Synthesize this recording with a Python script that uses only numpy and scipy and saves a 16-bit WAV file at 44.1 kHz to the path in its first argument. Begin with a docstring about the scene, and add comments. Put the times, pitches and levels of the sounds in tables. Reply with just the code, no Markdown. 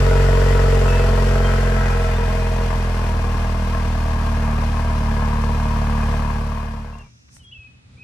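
"""A turbocharged four-cylinder engine idles on a driveway, heard near its tailpipe as the cold revs settle.
Each firing pushes a low drone, a growl and a rasp out of the ringing pipe, over the hiss of the gas. Birds
whistle now and then, echoed by the trees. The scene then changes to a quiet yard with a low hum, where insects
hiss briefly and a foot scuffs the ground."""
import sys
import numpy as np
from scipy import signal
from scipy.fft import rfft, irfft
from scipy.io import wavfile
from scipy.ndimage import uniform_filter1d

SR = 44100
rng = np.random.default_rng(int(sys.argv[2]) if len(sys.argv) > 2 else 0)


def master_out(mix):
    """Clip the mix to full scale and print it as 16-bit PCM to the path in sys.argv[1]."""
    frames = np.transpose(np.atleast_2d(mix))
    ceiling = np.clip(frames, -1, 1)
    pcm = np.round(ceiling * 32767).astype(np.int16)
    wavfile.write(sys.argv[1], SR, pcm)


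N = 354123
TIME = np.arange(N) / SR
FREQ = np.maximum(np.arange(N // 2 + 1) * SR / N, 1)


def undb(db):
    """Decibels to gain."""
    return 10 ** (np.asarray(db) / 20)


def unit(x):
    """Scale to rms 1."""
    return x / np.sqrt(np.mean(x ** 2))


def even(x):
    """Ride the level to rms 1 over every half second."""
    return x / np.sqrt(uniform_filter1d(x ** 2, SR // 2) + 1e-18)


def curves(rows):
    """Automation curves: a table's columns joined by straight lines in time."""
    times_s, *columns = np.transpose(rows)
    return [np.interp(TIME, times_s, column) for column in columns]


def swell(peak_s, length_s):
    """Bell-shaped envelope."""
    return np.exp(-(2 * (TIME - peak_s) / length_s) ** 2)


def colour(points):
    """EQ curve through points of freq_hz, gain_db."""
    hz, db = np.transpose(points)
    return undb(np.interp(np.log(FREQ), np.log(hz), db))


def resonance(hz, width_hz):
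    """Response of one damped mode."""
    return 1 / (1 + 1j * (FREQ / hz - hz / FREQ) * hz / width_hz)


def above(hz):
    """Steep high-pass response."""
    return 1 / np.sqrt(1 + (hz / FREQ) ** 16)


def filtered(x, response):
    """Pass a sound through a frequency response."""
    return irfft(rfft(x) * response, N)


def noise(channels=()):
    """White noise, on one or several channels."""
    return rng.standard_normal((*channels, N))


def walk(rate_hz):
    """Smooth random wander with a spread near 1."""
    span = int(SR / rate_hz)
    return unit(uniform_filter1d(uniform_filter1d(noise(), span, mode="wrap"), span, mode="wrap"))


def firings(cycles, at, cylinder_db, scatter_db, jitter):
    """One pulse per firing, no two alike; `at` and `jitter` are fractions of a firing cycle."""
    count = np.arange(int(cycles[0]) + 1, int(cycles[-1]) - 1)
    timing, strength = rng.standard_normal((len(count), 2)).T
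    onsets = np.interp(count + at + jitter * timing, cycles, np.arange(N)).astype(int)
    level_db = np.take(cylinder_db, count % len(cylinder_db)) + scatter_db * strength
    return np.bincount(onsets, undb(level_db), N)


def drone(cycles, firing_hz, load, labour):
    """Low firing orders shift with load and swell at standing waves; uneven cylinders lope and thud."""
    # firing orders 1 to 8: unloaded_db, full_load_change_db
    orders = [(-25, 12.5), (-33.5, 15), (-34, 11), (-42, 3.5), (-39.5, -8.5), (-45.5, 2.5), (-51.5, -4),
              (-48, -28)]
    # standing waves along the exhaust: pitch_hz, width_hz, lift_db
    standing_waves = [(75.3, 13.3, 9), (148.3, 10.5, 12), (199, 12.8, 5.5), (222.7, 21.1, 15.5)]
    tone = 0
    for order, (unloaded_db, load_db) in enumerate(orders, 1):
        lift_db = sum(db / (1 + (2 * (order * firing_hz - hz) / width) ** 2)
                      for hz, width, db in standing_waves)
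        level_db = unloaded_db + load_db * load + lift_db + .25 * order * walk(30)
        # the overtones notch each crest; the upper ones drag as the engine labours
        lag_cycles = .1 * (load - .4) if order == 1 else .5 + .17 * labour * (order > 2)
        tone += np.sqrt(2) * undb(level_db) * np.cos(2 * np.pi * (order * cycles - lag_cycles))
    strokes = firings(cycles, at=0, cylinder_db=[-3, 3, -3, 1.5], scatter_db=1, jitter=.01)
    uneven = strokes - (strokes > 0) * strokes[strokes > 0].mean()
    muffler = 1.47 * resonance(70.3, 18) - .69 * resonance(129.6, 40) + .9 * resonance(235, 53)
    lope = even(filtered(uneven, muffler * above(22) * (1 - above(270))))
    thud = even(filtered(strokes, resonance(261.7, 64) ** 2 * (1 - above(490))))
    return tone + lope * undb(-34 - 4.5 * load - 5.5 * labour) + thud * undb(-37.5 - 19 * load)


def eddies():
    """Two channels of turbulence that are partly alike."""
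    return unit(noise(channels=(2,)) + 1.1 * noise())


def puffs(pulses, decay_s):
    """Turbulence that follows each pulse and dies away."""
    envelope = filtered(pulses, 1 / (1 + 2j * np.pi * FREQ * decay_s) ** 2)
    return unit(envelope * eddies())


def tailpipe(source, cold, modes):
    """Ring the pipe's modes, morphing from their fast-idle balance to their settled one."""
    size = 16384
    freq = np.maximum(np.fft.rfftfreq(size, 1 / SR), 1)
    shapes = np.array([1 / (1 + ((freq / hz - hz / freq) * hz / width) ** 2) for hz, width, *_ in modes])
    low_cut = 1 / (1 + (.88 * modes[0][0] / freq) ** 20) + 1e-4
    voices = []
    for mode_db in np.transpose(modes)[2:]:
        power = undb(mode_db) ** 2 @ shapes * low_cut
        # minimum phase: each ring starts at its pulse and dies away
        cepstrum = irfft(np.log(power))[:size // 2]
        cepstrum[0] = 0
        ring = irfft(np.exp(rfft(cepstrum, size)))[:size // 2]
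        voices.append(even(signal.oaconvolve(source, ring[None], axes=1)[:, :N]))
    fast, settled = voices
    return even(cold * fast + (1 - cold) * settled)


def ground(x):
    """The echo off the driveway cuts a notch that climbs as the listener backs away."""
    # ground bounce: time_s, first_notch_hz, echo_gain
    bounce = [(0, 810, 0.03), (1.2, 920, 0.03), (1.8, 1070, 0.43), (2.3, 1280, 0.38), (2.7, 1210, 0.25),
              (3.2, 1310, 0.15)]
    notch_hz, echo_gain = curves(bounce)
    delayed = TIME - .5 / notch_hz
    return even(x + echo_gain * np.array([np.interp(delayed, TIME, row) for row in x]))


def passing_rings(drive):
    """Single pipe rings bloom as the listener passes the tip."""
    # pipe rings: peak_s, length_s, pitch_hz, width_hz, level_db
    blooms = [(1.718, 0.98, 1586, 180, -40), (1.923, 0.5, 1330, 33, -37.5), (2.296, 0.96, 473.7, 16, -40),
              (2.45, 0.97, 651, 20, -41.5), (2.5, 0.78, 1020, 118, -49)]
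    return sum(unit(filtered(drive, resonance(hz, width) ** 2)) * undb(db) * swell(peak_s, length_s)
               for peak_s, length_s, hz, width, db in blooms)


def exhaust(cycles, load, labour):
    """Each cylinder's blow-down knocks and rings the pipe, and a weaker pulse follows."""
    # tailpipe modes: pitch_hz, width_hz, fast_idle_db, settled_idle_db
    modes = [(407, 25, 0.5, -6.5), (453, 12, 6, -20), (471, 16.7, 6.5, 0), (549, 30, -14, -8.5),
             (637.3, 27, 1, -4), (655, 10.7, 1.5, -4.5), (688, 15, -20, -2.5), (734, 23, -11, -5),
             (815, 13.7, 5, -1.5), (865, 29, -3.5, -7), (924, 25, -6, -3.5), (961, 17, 4.5, 1.5),
             (1063, 19, 3, 3), (1161, 43, -9.5, -3), (1187, 67, -7, -19), (1293, 18, 1, -13),
             (1327, 24, -0.5, -7), (1370, 41, -6.5, -33), (1458, 35, 0.5, -11), (1506, 17, -2.5, -7),
             (1607, 29, -16.5, -6), (1660, 20, -23, -6.5), (1726, 36, -4, -9.5), (1913, 38, -1.5, -16),
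             (2050, 26, -5, -19.5), (2124, 32, -30, -13), (2468, 34, -4, -10), (2630, 26, -13, -17),
             (2750, 11, -12, -12), (3010, 23, 2, -13), (3060, 40, -1.5, -18)]
    # blow-down strength of each cylinder: relative_db
    cylinder_db = [-1.2, 1.8, -1.3, 1.2]
    cold = (load - load.min()) / np.ptp(load)
    blow = firings(cycles, at=-.21, cylinder_db=cylinder_db, scatter_db=.6, jitter=.0015)
    after = firings(cycles, at=.26, cylinder_db=[-1, 0, 1, 0], scatter_db=1.5, jitter=.003)
    pulses = unit(blow) + .4 * unit(after)
    gas = unit(puffs(blow, decay_s=.002) + .6 * puffs(after, decay_s=.002) + 1.7 * eddies())
    # the lowest modes ring clean, more so under load; turbulence roughens those above them
    churn = (.7 - .55 * load) * gas + (1.1 - load) * filtered(gas, above(600) ** 2)
    # the muffler holds back the middle of each pulse, which rounds it into a putter
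    putter = filtered(pulses, 1 - 2 * resonance(620, 80))
    growl = tailpipe(putter + churn, cold, [mode for mode in modes if mode[0] < 780])
    chug_db = 2.1 * np.cos(np.pi * (cycles - 1.36))  # peaks on every second firing
    growl *= undb(-37 + .1 * labour + load * (18 + chug_db))
    rasp = tailpipe(pulses + 2.2 * gas, cold, [mode for mode in modes if mode[0] >= 780])
    # the short tip rings for a few cycles only: a knock at low revs, a brighter bark while cold
    knock = even(filtered(blow, resonance(1050, 410) ** 3)) * (.08 + .53 * labour)
    bark = even(filtered(puffs(blow, decay_s=.0007), resonance(1450, 800) ** 2)) * .3 * cold
    rasp = even(ground(rasp) + knock + bark) * undb(-35.5 + 8 * load + 2.5 * labour)
    rasp += passing_rings(pulses + 1.5 * gas)
    return filtered(growl, 1 - above(795)) + filtered(rasp, 1 - above(2840))


def hiss(cycles, load):
    """Gas streams out of the tip, surging with each firing and whistling faintly at narrow resonances."""
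    # gas hiss EQ at fast idle: freq_hz, gain_db
    fast_eq = [(2800, -5), (3700, -10), (4400, -10), (5400, -13.5), (7400, -16), (8800, -18.5),
               (10500, -22.5), (14500, -27.5)]
    # gas hiss EQ at settled idle: freq_hz, gain_db
    settled_eq = [(2800, -1), (3500, -4.5), (4100, -11), (4900, -7), (6000, -9), (7800, -14), (10500, -15),
                  (14500, -25)]
    # whistling resonances: pitch_hz, width_hz, fast_lift_db, settled_lift_db
    rings = [(3966, 80, -9, 9.5), (4320, 130, 0, 8.5), (5470, 69, 7, 3), (7300, 240, 6, -4)]
    surge_db = 1.1 * np.cos(2 * np.pi * (cycles - .04))
    stream = eddies() * undb(surge_db + .4 * walk(25) + .7 * walk(500))
    shapes = np.array([1 / (1 + (2 * (FREQ - hz) / width) ** 2) for hz, width, *_ in rings])
    fast, settled = (unit(filtered(stream, colour(eq) * above(1420) * undb(lift_db @ shapes)))
                     for eq, lift_db in zip((fast_eq, settled_eq), np.transpose(rings)[2:]))
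    return even(load * fast + (1 - load) * settled) * undb(-44.5 + 10 * load)


def underbody(direct, scattered, decay_s):
    """Bodywork scatters the sound, so it reaches the two sides with unlike phases and strengths."""
    # stereo width from reflections between ground and underbody: freq_hz, side_gain_db
    spread = [(60, -30), (110, -26), (200, -19.5), (380, -4.5), (700, -7.5), (1290, -2), (2380, 0.5),
              (4400, 0), (8120, 1), (15000, -1)]
    # stereo balance: freq_hz, left_minus_right_db
    balance = [(60, -1), (110, 0.5), (200, -1.5), (380, 3), (700, 3.5), (1290, 6), (2380, 0), (4400, 5.5),
               (8120, 1.5), (15000, -1.5)]
    echoes = rfft(noise() * np.exp(-TIME / decay_s))
    # the long waves simply lead on one side
    phase = echoes / np.abs(echoes) * above(700) + 1j * (1 - above(700))
    side = filtered(scattered, colour(spread) * phase / np.abs(phase)) * undb(-1)
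    lean = np.sqrt(colour(balance))
    return np.array([filtered(direct + side, lean), filtered(direct - side, 1 / lean)])


def engine():
    """Revs and load sink as the engine warms, until it labours at its lowest speed."""
    # engine speed: time_s, firing_hz
    revs = [(0, 45.39), (0.4, 45.57), (0.75, 45.35), (0.95, 43.86), (1.25, 44.36), (1.7, 43.97),
            (2.15, 42.27), (2.6, 42.41), (2.95, 41.37), (3.15, 39.38), (3.6, 39.76), (4, 38.76),
            (4.5, 37.32), (4.8, 38.19), (5.2, 36.78), (5.6, 37.17), (6.3, 36.84)]
    # cold-start load: time_s, share_of_full_load
    warm_up = [(0.6, 0.78), (1.2, 0.68), (1.7, 0.57), (2.2, 0.41), (2.7, 0.32), (3.2, 0.22), (4.3, 0.17),
               (7, 0.17)]
    firing_hz, load = curves(revs)[0], curves(warm_up)[0]
    cycles = np.cumsum(firing_hz) / SR + 3.87  # running count of firings
    labour_below_hz, labour_span_hz = 38.64, 1.85
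    labour = np.clip((labour_below_hz - firing_hz) / labour_span_hz, 0, 1)
    low_end = drone(cycles, firing_hz, load, labour)
    direct, scattered = low_end + exhaust(cycles, load, labour) + hiss(cycles, load)
    return underbody(direct, scattered, decay_s=.005)


def birds():
    """Each trembling note swells as it glides to a turning pitch, then settles toward its end pitch."""
    # bird notes: start_s, length_s, rise_s, start_hz, turn_hz, end_hz, level_db, drop_db
    whistles = [(0.866, 0.17, 0.029, 2825, 2590, 2630, -35.5, 7),
                (1.422, 0.093, 0.033, 3220, 3140, 3170, -36, 10),
                (2.11, 0.077, 0.06, 3320, 3620, 3660, -46, -2),
                (6.925, 0.038, 0.018, 2650, 2700, 2810, -53, 3),
                (6.972, 0.058, 0.039, 2860, 2755, 2650, -48, 3),
                (7.022, 0.064, 0.033, 2520, 2320, 2260, -59, 5),
                (7.385, 0.064, 0.023, 3100, 3080, 2650, -56, 7),
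                (7.428, 0.15, 0.032, 3220, 3250, 3320, -47.5, 12),
                (7.507, 0.031, 0.028, 2600, 3040, 3060, -39, 3),
                (7.533, 0.14, 0.0076, 2760, 2750, 2533, -47.5, -3),
                (7.958, 0.094, 0.032, 2040, 2530, 2530, -58, -18)]
    settle_s, release_s = .0342, .0069
    song = np.zeros(N)
    tremble = 1 + .008 * walk(220)
    for start_s, length_s, rise_s, start_hz, turn_hz, end_hz, level_db, drop_db in whistles:
        note = (TIME >= start_s) & (TIME < start_s + length_s)
        t = TIME[note] - start_s
        gliding = start_hz + (turn_hz - start_hz) * t / rise_s
        settling = end_hz + (turn_hz - end_hz) * np.exp(-np.maximum(t - rise_s, 0) / settle_s)
        pitch_hz = np.where(t < rise_s, gliding, settling) * tremble[note]
        attack = np.minimum(t / max(rise_s, .006), 1)
        release = np.minimum((length_s - t) / release_s, 1)
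        envelope = np.sin(np.pi / 2 * attack * release) ** 2 * undb(level_db - drop_db * t / length_s)
        song[note] += envelope * np.sqrt(2) * np.sin(2 * np.pi * np.cumsum(pitch_hz) / SR)
    return song * undb(1.2 * walk(70))


def tree_echo(song, t60_s, wet_db):
    """The trees add a diffuse stereo tail; nearby walls and branches crowd its start."""
    early_lift = 1 + 2.5 * np.exp(-TIME[:SR] / .018)
    tail = rng.standard_normal((2, SR)) * undb(-60 * TIME[:SR] / t60_s) * early_lift
    tail /= np.sqrt(np.sum(tail ** 2, axis=1, keepdims=True))
    return song + undb(wet_db) * signal.fftconvolve(song[None], tail, axes=1)[:, :N]


def yard():
    """Outdoor air with a wavering low hum; the bass is alike on both sides."""
    # yard air EQ: freq_hz, gain_db
    air_eq = [(18, -39), (30, -23), (65, 2), (120, -6), (200, -11), (243, -11), (317, -22.5), (859, -32),
              (1240, -31), (2220, -32.5), (2560, -29), (2890, -35), (3110, -35), (3690, -33),
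              (10000, -46.5), (12000, -70), (15000, -64)]
    mid = unit(filtered(noise(), colour(air_eq))) * undb(-51 + 1.7 * walk(7.9))
    side = unit(filtered(noise(), colour(air_eq)))
    side = filtered(side, np.minimum(FREQ / 900, .85)) * undb(-45.5)
    hum_db = -49.5 + 2.8 * walk(7.4)
    hum_hz = 120 + 1.3 * walk(3.5)
    hum = undb(hum_db) * np.sin(2 * np.pi * np.cumsum(hum_hz) / SR)
    return mid + hum + np.array([side, -side])


def insects_and_footwork():
    """Insects hiss briefly near 6 kHz; a sole brushes over grit, and a few soft bumps follow."""
    # insect hiss, scuffs and grit: peak_s, length_s, centre_hz, width_hz, level_db
    scuffs = [(6.988, 0.0075, 7100, 4000, -54), (7.187, 0.61, 5730, 1790, -61.5),
              (7.29, 0.012, 1500, 1830, -56), (7.361, 0.067, 8450, 2200, -53.5),
              (7.352, 0.077, 5900, 2200, -53), (7.368, 0.0041, 1500, 1800, -46),
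              (7.44, .04, 8700, 2000, -66)]
    # soft low bumps: peak_s, pitch_hz, length_s, peak_db
    bumps = [(7.482, 110, 0.025, -40), (7.592, 84, 0.015, -36), (7.865, 89, 0.028, -41)]
    foot = np.zeros((2, N))
    for peak_s, length_s, hz, width, db in scuffs:
        grit = unit(filtered(noise(channels=(2,)), resonance(hz, width) ** 2))
        foot += grit * undb(db) * swell(peak_s, length_s)
    for peak_s, hz, length_s, db in bumps:
        foot += undb(db) * swell(peak_s, length_s) * np.cos(2 * np.pi * hz * (TIME - peak_s))
    return foot


def scene():
    """The idling engine cross-fades into the yard; birds call over both, and insects hiss and a foot scuffs
    near the end."""
    # cross-fade from engine to yard: start_s, end_s
    fade_s = (6.13, 7.107)
    fade = np.interp(TIME, fade_s, (0, 1))
    bed = (1 - fade) * engine() + fade * yard()
    return bed + insects_and_footwork() + tree_echo(birds(), t60_s=.9, wet_db=-4.5)


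def record(dry):
    """A quick fade-in and a steep cut of the highest treble."""
    fade_in_s, top_hz = .004, 15300
    low_pass = signal.ellip(8, .2, 70, top_hz, fs=SR, output="sos")
    return signal.sosfilt(low_pass, dry * np.minimum(TIME / fade_in_s, 1))


dry = scene()
out = record(dry)
master_out(out)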